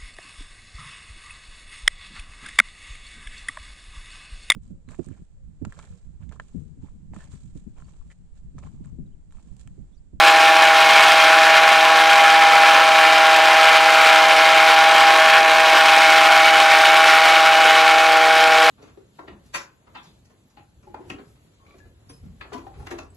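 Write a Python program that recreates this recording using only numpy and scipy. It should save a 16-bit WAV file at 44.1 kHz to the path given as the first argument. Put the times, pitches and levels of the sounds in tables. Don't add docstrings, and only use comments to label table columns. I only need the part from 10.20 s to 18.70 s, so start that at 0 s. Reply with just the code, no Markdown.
import sys
import numpy as np
from scipy import signal
from scipy.fft import rfft, irfft, next_fast_len
from scipy.io import wavfile
from scipy.ndimage import map_coordinates

SR = 44100
rng = np.random.default_rng(int(sys.argv[2]) if len(sys.argv) > 2 else 0)


def int16_out(signal):
    q = np.round(np.clip(np.atleast_2d(signal).T, -1, 1) * 32767)
    wavfile.write(sys.argv[1], SR, q.astype(np.int16))


N = 374849

# time in s, cabinet delay in ms, floor delay in ms.
PATHS = [(0, 1.22, 2.79), (1, 1.25, 2.81), (2, 1.27, 2.87), (3.3, 1.3, 2.9), (4, 1.33, 2.87),
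         (5.3, 1.24, 2.77), (6.4, 1.33, 2.7), (7.2, 1.33, 2.7), (7.8, 1.28, 2.73), (8.5, 1.28, 2.68)]
# time in s, nearness to the door post 0-1.
AT_DOOR = [(0, 0.67), (5.4, 0.34), (5.9, 1), (8.5, 0.97)]


def amp(db):
    return 10 ** (np.asarray(db) / 20)


def unit(x):
    return x / np.sqrt(np.mean(x ** 2) + 1e-20)


def along(points, hz):
    point_hz, value = np.transpose(points)
    return np.interp(np.log(hz + 1), np.log(point_hz), value)


def curves(rows):
    knot_s, *columns = np.transpose(rows)
    return [np.interp(np.arange(N) / SR, knot_s, column) for column in columns]


def wobble(rate_hz):
    knots = rng.standard_normal(int(N * rate_hz / SR) + 4)
    return map_coordinates(knots, [np.arange(N) * rate_hz / SR])


def bump(centre_s, width_s):
    return np.exp(-((np.arange(N) / SR - centre_s) / width_s) ** 2)


def filtered(x, response):
    size = next_fast_len(N + SR // 2, True)
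    return irfft(rfft(x, size) * response(np.fft.rfftfreq(size, 1 / SR)), size)[..., :N]


def coloured(x, spectrum, size=4096):
    cepstrum = irfft(np.log(amp(along(spectrum, np.fft.rfftfreq(size, 1 / SR)))))
    cepstrum[1:size // 2] *= 2
    cepstrum[size // 2 + 1:] = 0
    impulse = irfft(np.exp(rfft(cepstrum)))
    return unit(signal.fftconvolve(x, impulse)[:N])


def delayed(x, ms):
    return map_coordinates(x, [np.arange(N) - ms * SR / 1000])


def moving_air():
    # frequency in Hz, relative level in dB.
    spectrum = [(15, -3), (50, -4), (100, -7), (250, 0.5), (800, -31)]
    rumble = amp(-52.5 + 1.5 * wobble(8.1)) * coloured(rng.standard_normal(N), spectrum)
    eddies = np.array([coloured(rng.standard_normal(N), spectrum) for _ in range(2)])
    return rumble + amp(-62) * eddies


def near_echoes(x, cabinet, floor):
    cabinet_ms, floor_ms = curves(PATHS)
    return unit(x + cabinet * delayed(x, cabinet_ms) + floor * delayed(x, floor_ms))


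def workshop(x, wet_db, size=4096):
    # frequency in Hz, 60 dB decay time in s.
    decay = [(200, 0.3), (2000, 0.98), (6000, 0.52), (15000, 1)]
    window = np.sin(np.pi * np.arange(2 * size) / (2 * size))
    padded = np.pad(x, (size, 2 * size))
    wet = np.zeros(len(padded) + SR)
    for start in range(0, N + size, size):
        hz, t, z = signal.stft(rng.standard_normal(4 * size), SR, nperseg=256)
        fade = amp(-60 * t / along(decay, hz)[:, None])
        tail = signal.istft(z * fade, SR, nperseg=256)[1]
        answer = signal.fftconvolve(window * padded[start:start + 2 * size], tail)
        wet[start:start + len(answer)] += answer
    return unit(unit(x) + amp(wet_db) * unit(wet[size:size + N]))


def doorway(x):
    # centre in Hz, width in Hz, level in dB at full nearness before the overall trim.
    resonances = [(1355, 104, -2.5), (2210, 230, -9)]
    nearness, = curves(AT_DOOR)

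    def response(hz):
        return sum(amp(db) * 1j * hz * width / (centre ** 2 - hz ** 2 + 1j * hz * width)
                   for centre, width, db in resonances)

    return (x + nearness * filtered(x, response)) / (1 + 0.22 * nearness)


def passer(x):
    # time in s, echo strength 0-1, echo delay in ms.
    echo = [(5.08, 0, 0.66), (5.12, 0.2, 0.64), (5.17, 0.1, 0.7), (5.21, 0.36, 0.37), (5.33, 0, 0.54),
            (5.42, 0, 0.34)]
    strength, delay_ms = curves(echo)
    return (x + strength * delayed(x, delay_ms)) / np.sqrt(1 + strength ** 2)


def firing_cycles(drift_hz, jitter_hz):
    # time in s, mean firings a second.
    firing_rate = [(0, 161.1), (.5, 160.9), (2.2, 161.1), (3.3, 160.4), (3.8, 160.8), (4.1, 160.5),
                   (4.6, 160.9), (5.3, 160.8), (5.9, 160.4), (7, 160.6), (7.4, 160), (8.5, 160.3)]
    rate_hz, = curves(firing_rate)
    return np.cumsum(rate_hz + drift_hz * wobble(25) + jitter_hz * wobble(160)) / SR


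def drone(cycles, third_lift_db, weak_lift_db, shake_db, flutter):
    # harmonic number, level in dB in front of the stand, by the door post; before weak_lift_db.
    weak_harmonics = [(1, -62, -62), (2, -39.5, -38.5), (6, -29, -35), (7, -29.5, -29.5), (8, -29.5, -33),
                      (9, -32, -29), (10, -26.5, -29), (11, -34, -32), (13, -36, -37), (14, -34, -30),
                      (15, -40, -37)]
    # time in s, level in dB before its lift.
    fifth_level = [(0, -16), (1.15, -18), (1.85, -16.5), (2.2, -14.5), (2.7, -17), (3.65, -17.5),
                   (4.42, -18), (4.6, -15.5), (4.72, -17.5), (4.87, -14), (5.01, -20.5), (5.15, -16.1),
                   (5.34, -19), (5.65, -17), (7.35, -16.5), (8.5, -17.5)]
    # time in s, level of the 3rd in dB before third_lift_db.
    third_level = [(0, -36.5), (2.4, -36), (4.9, -35), (5.45, -33), (5.8, -41.5), (7.3, -34.5), (8.5, -26)]
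    fifth_lift_db, fourth_db = 1.07, -22
    trade = 1.2
    smear_rad = np.pi / 2
    last_locked = 6

    def locked(k):
        return np.sqrt(2) * np.cos(2 * np.pi * k * cycles + smear_rad * (k - 5) ** 2)

    def scattered(k):
        return np.sqrt(2) * np.cos(2 * np.pi * (k * cycles + rng.random()))

    nearness, = curves(AT_DOOR)
    fifth_db, = curves(fifth_level)
    third_db, = curves(third_level)
    third = amp(third_db + third_lift_db)
    fourth = amp(fourth_db) * np.abs(1 + trade * (1 - amp(fifth_db - fifth_db.mean())))
    fifth = amp(fifth_db + fifth_lift_db)
    strong = sum(gain * amp(shake_db * wobble(70)) * locked(k)
                 for k, gain in enumerate((third, fourth, fifth), 3))
    weak = np.zeros(N)
    for k, front_db, door_db in weak_harmonics:
        steady = locked(k) if k <= last_locked else scattered(k)
        unsteady = flutter * k * wobble(18) * scattered(k)
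        weak += amp(front_db + nearness * (door_db - front_db)) * (steady + unsteady)
    return strong + amp(weak_lift_db) * weak


def blasts(cycles, force, front, fade_cycles, steady, scatter_cycles):
    clock = np.clip(cycles + scatter_cycles * wobble(160), 0, None)
    firing = clock.astype(int)
    size = force[firing]
    shocks = unit(size * (np.diff(firing, prepend=0) > 0))
    puff_level = steady + size * np.exp(-(clock % 1) / fade_cycles)
    puffs = unit(puff_level * rng.standard_normal(N))
    return puffs - front * shocks


def exhaust_gains():
    # time in s, jet strength in dB at the microphone.
    jet_level = [(0, -12.5), (0.45, -14), (0.8, -12), (1.3, -13.6), (2.1, -14.0), (3.1, -13.5),
                 (4.1, -13.5), (4.6, -14), (5.4, -14), (5.87, -12.3), (6.05, -13.5), (6.95, -13),
                 (7.7, -15.1), (8.5, -14.3)]
    crackle_db, crackle_swing = -7, 1.2
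    jet_db, = curves(jet_level)
    thrown = bump(centre_s=5.145, width_s=0.035)
    screen = bump(centre_s=5.25, width_s=0.062)
    roar = jet_db + 4.0 * thrown - 3 * screen
    crackle = jet_db.mean() + crackle_swing * (jet_db - jet_db.mean()) + crackle_db - 2.5 * screen
    return amp(roar), amp(crackle)


def exhaust(cycles):
    # frequency in Hz, relative level in dB.
    roar_spectrum = [(40, -52), (150, -29.5), (250, -18), (400, -12), (520, -6), (680, -6.5), (1050, 1.5),
                     (1400, -0.1), (1900, -0.5), (2350, -2.1), (3100, -5.5), (4000, -11.5), (6000, -46),
                     (12000, -63)]
    # frequency in Hz, relative level in dB.
    crackle_spectrum = [(1200, -23), (2400, 7), (3300, 3), (4000, 1.5), (5000, -1.5), (7000, -9.5),
                        (10000, -15.5), (15500, -24.5)]
    roar_gain, crackle_gain = exhaust_gains()
    floor_ms = curves(PATHS)[1]
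    firings = np.arange(int(cycles[-1]) + 10)
    force = amp(rng.uniform(-3.6, 3.6, len(firings)) + .25 * (-1) ** firings)

    roar = blasts(cycles, force, front=.5, fade_cycles=.21, steady=.16, scatter_cycles=.045)
    roar = near_echoes(coloured(roar, roar_spectrum), cabinet=.22, floor=.24)
    roar = passer(doorway(workshop(roar, wet_db=-1.5)))

    direct, bounced = [blasts(arrival, force, front=.4, fade_cycles=.15, steady=.18, scatter_cycles=.028)
                       for arrival in (cycles, delayed(cycles, floor_ms))]
    crackle = coloured(direct + 1.19 * bounced, crackle_spectrum)
    crackle = workshop(near_echoes(crackle, cabinet=0.018, floor=0.12), wet_db=-10.5)

    surge_db = .68 * wobble(30)
    return amp(surge_db) * (roar_gain * roar + crackle_gain * crackle)


def scene():
    air = moving_air()
    cycles = firing_cycles(drift_hz=.12, jitter_hz=.9)
    pipe = drone(cycles, third_lift_db=-1.5, weak_lift_db=0.47, shake_db=0.5, flutter=0.016)
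    return pipe + exhaust(cycles) + air


def record(dry):
    top_hz = 15760
    ceiling = np.where(dry > 0, .76, .9)
    pressed = dry / (1 + np.abs(dry / ceiling) ** 6) ** (1 / 6)
    pressed = dry + filtered(pressed - dry, lambda hz: hz ** 4 / (hz ** 4 + 550 ** 4))
    width_spectrum = [(400, 4), (2500, -24), (6000, -5.5), (9000, 12.5), (15500, 13)]  # Hz, relative dB
    width = amp(-47.0) * coloured(rng.standard_normal(N), width_spectrum)
    return filtered(pressed + np.array([width, -width]), lambda hz: hz < top_hz)


dry = scene()
out = record(dry)
int16_out(out)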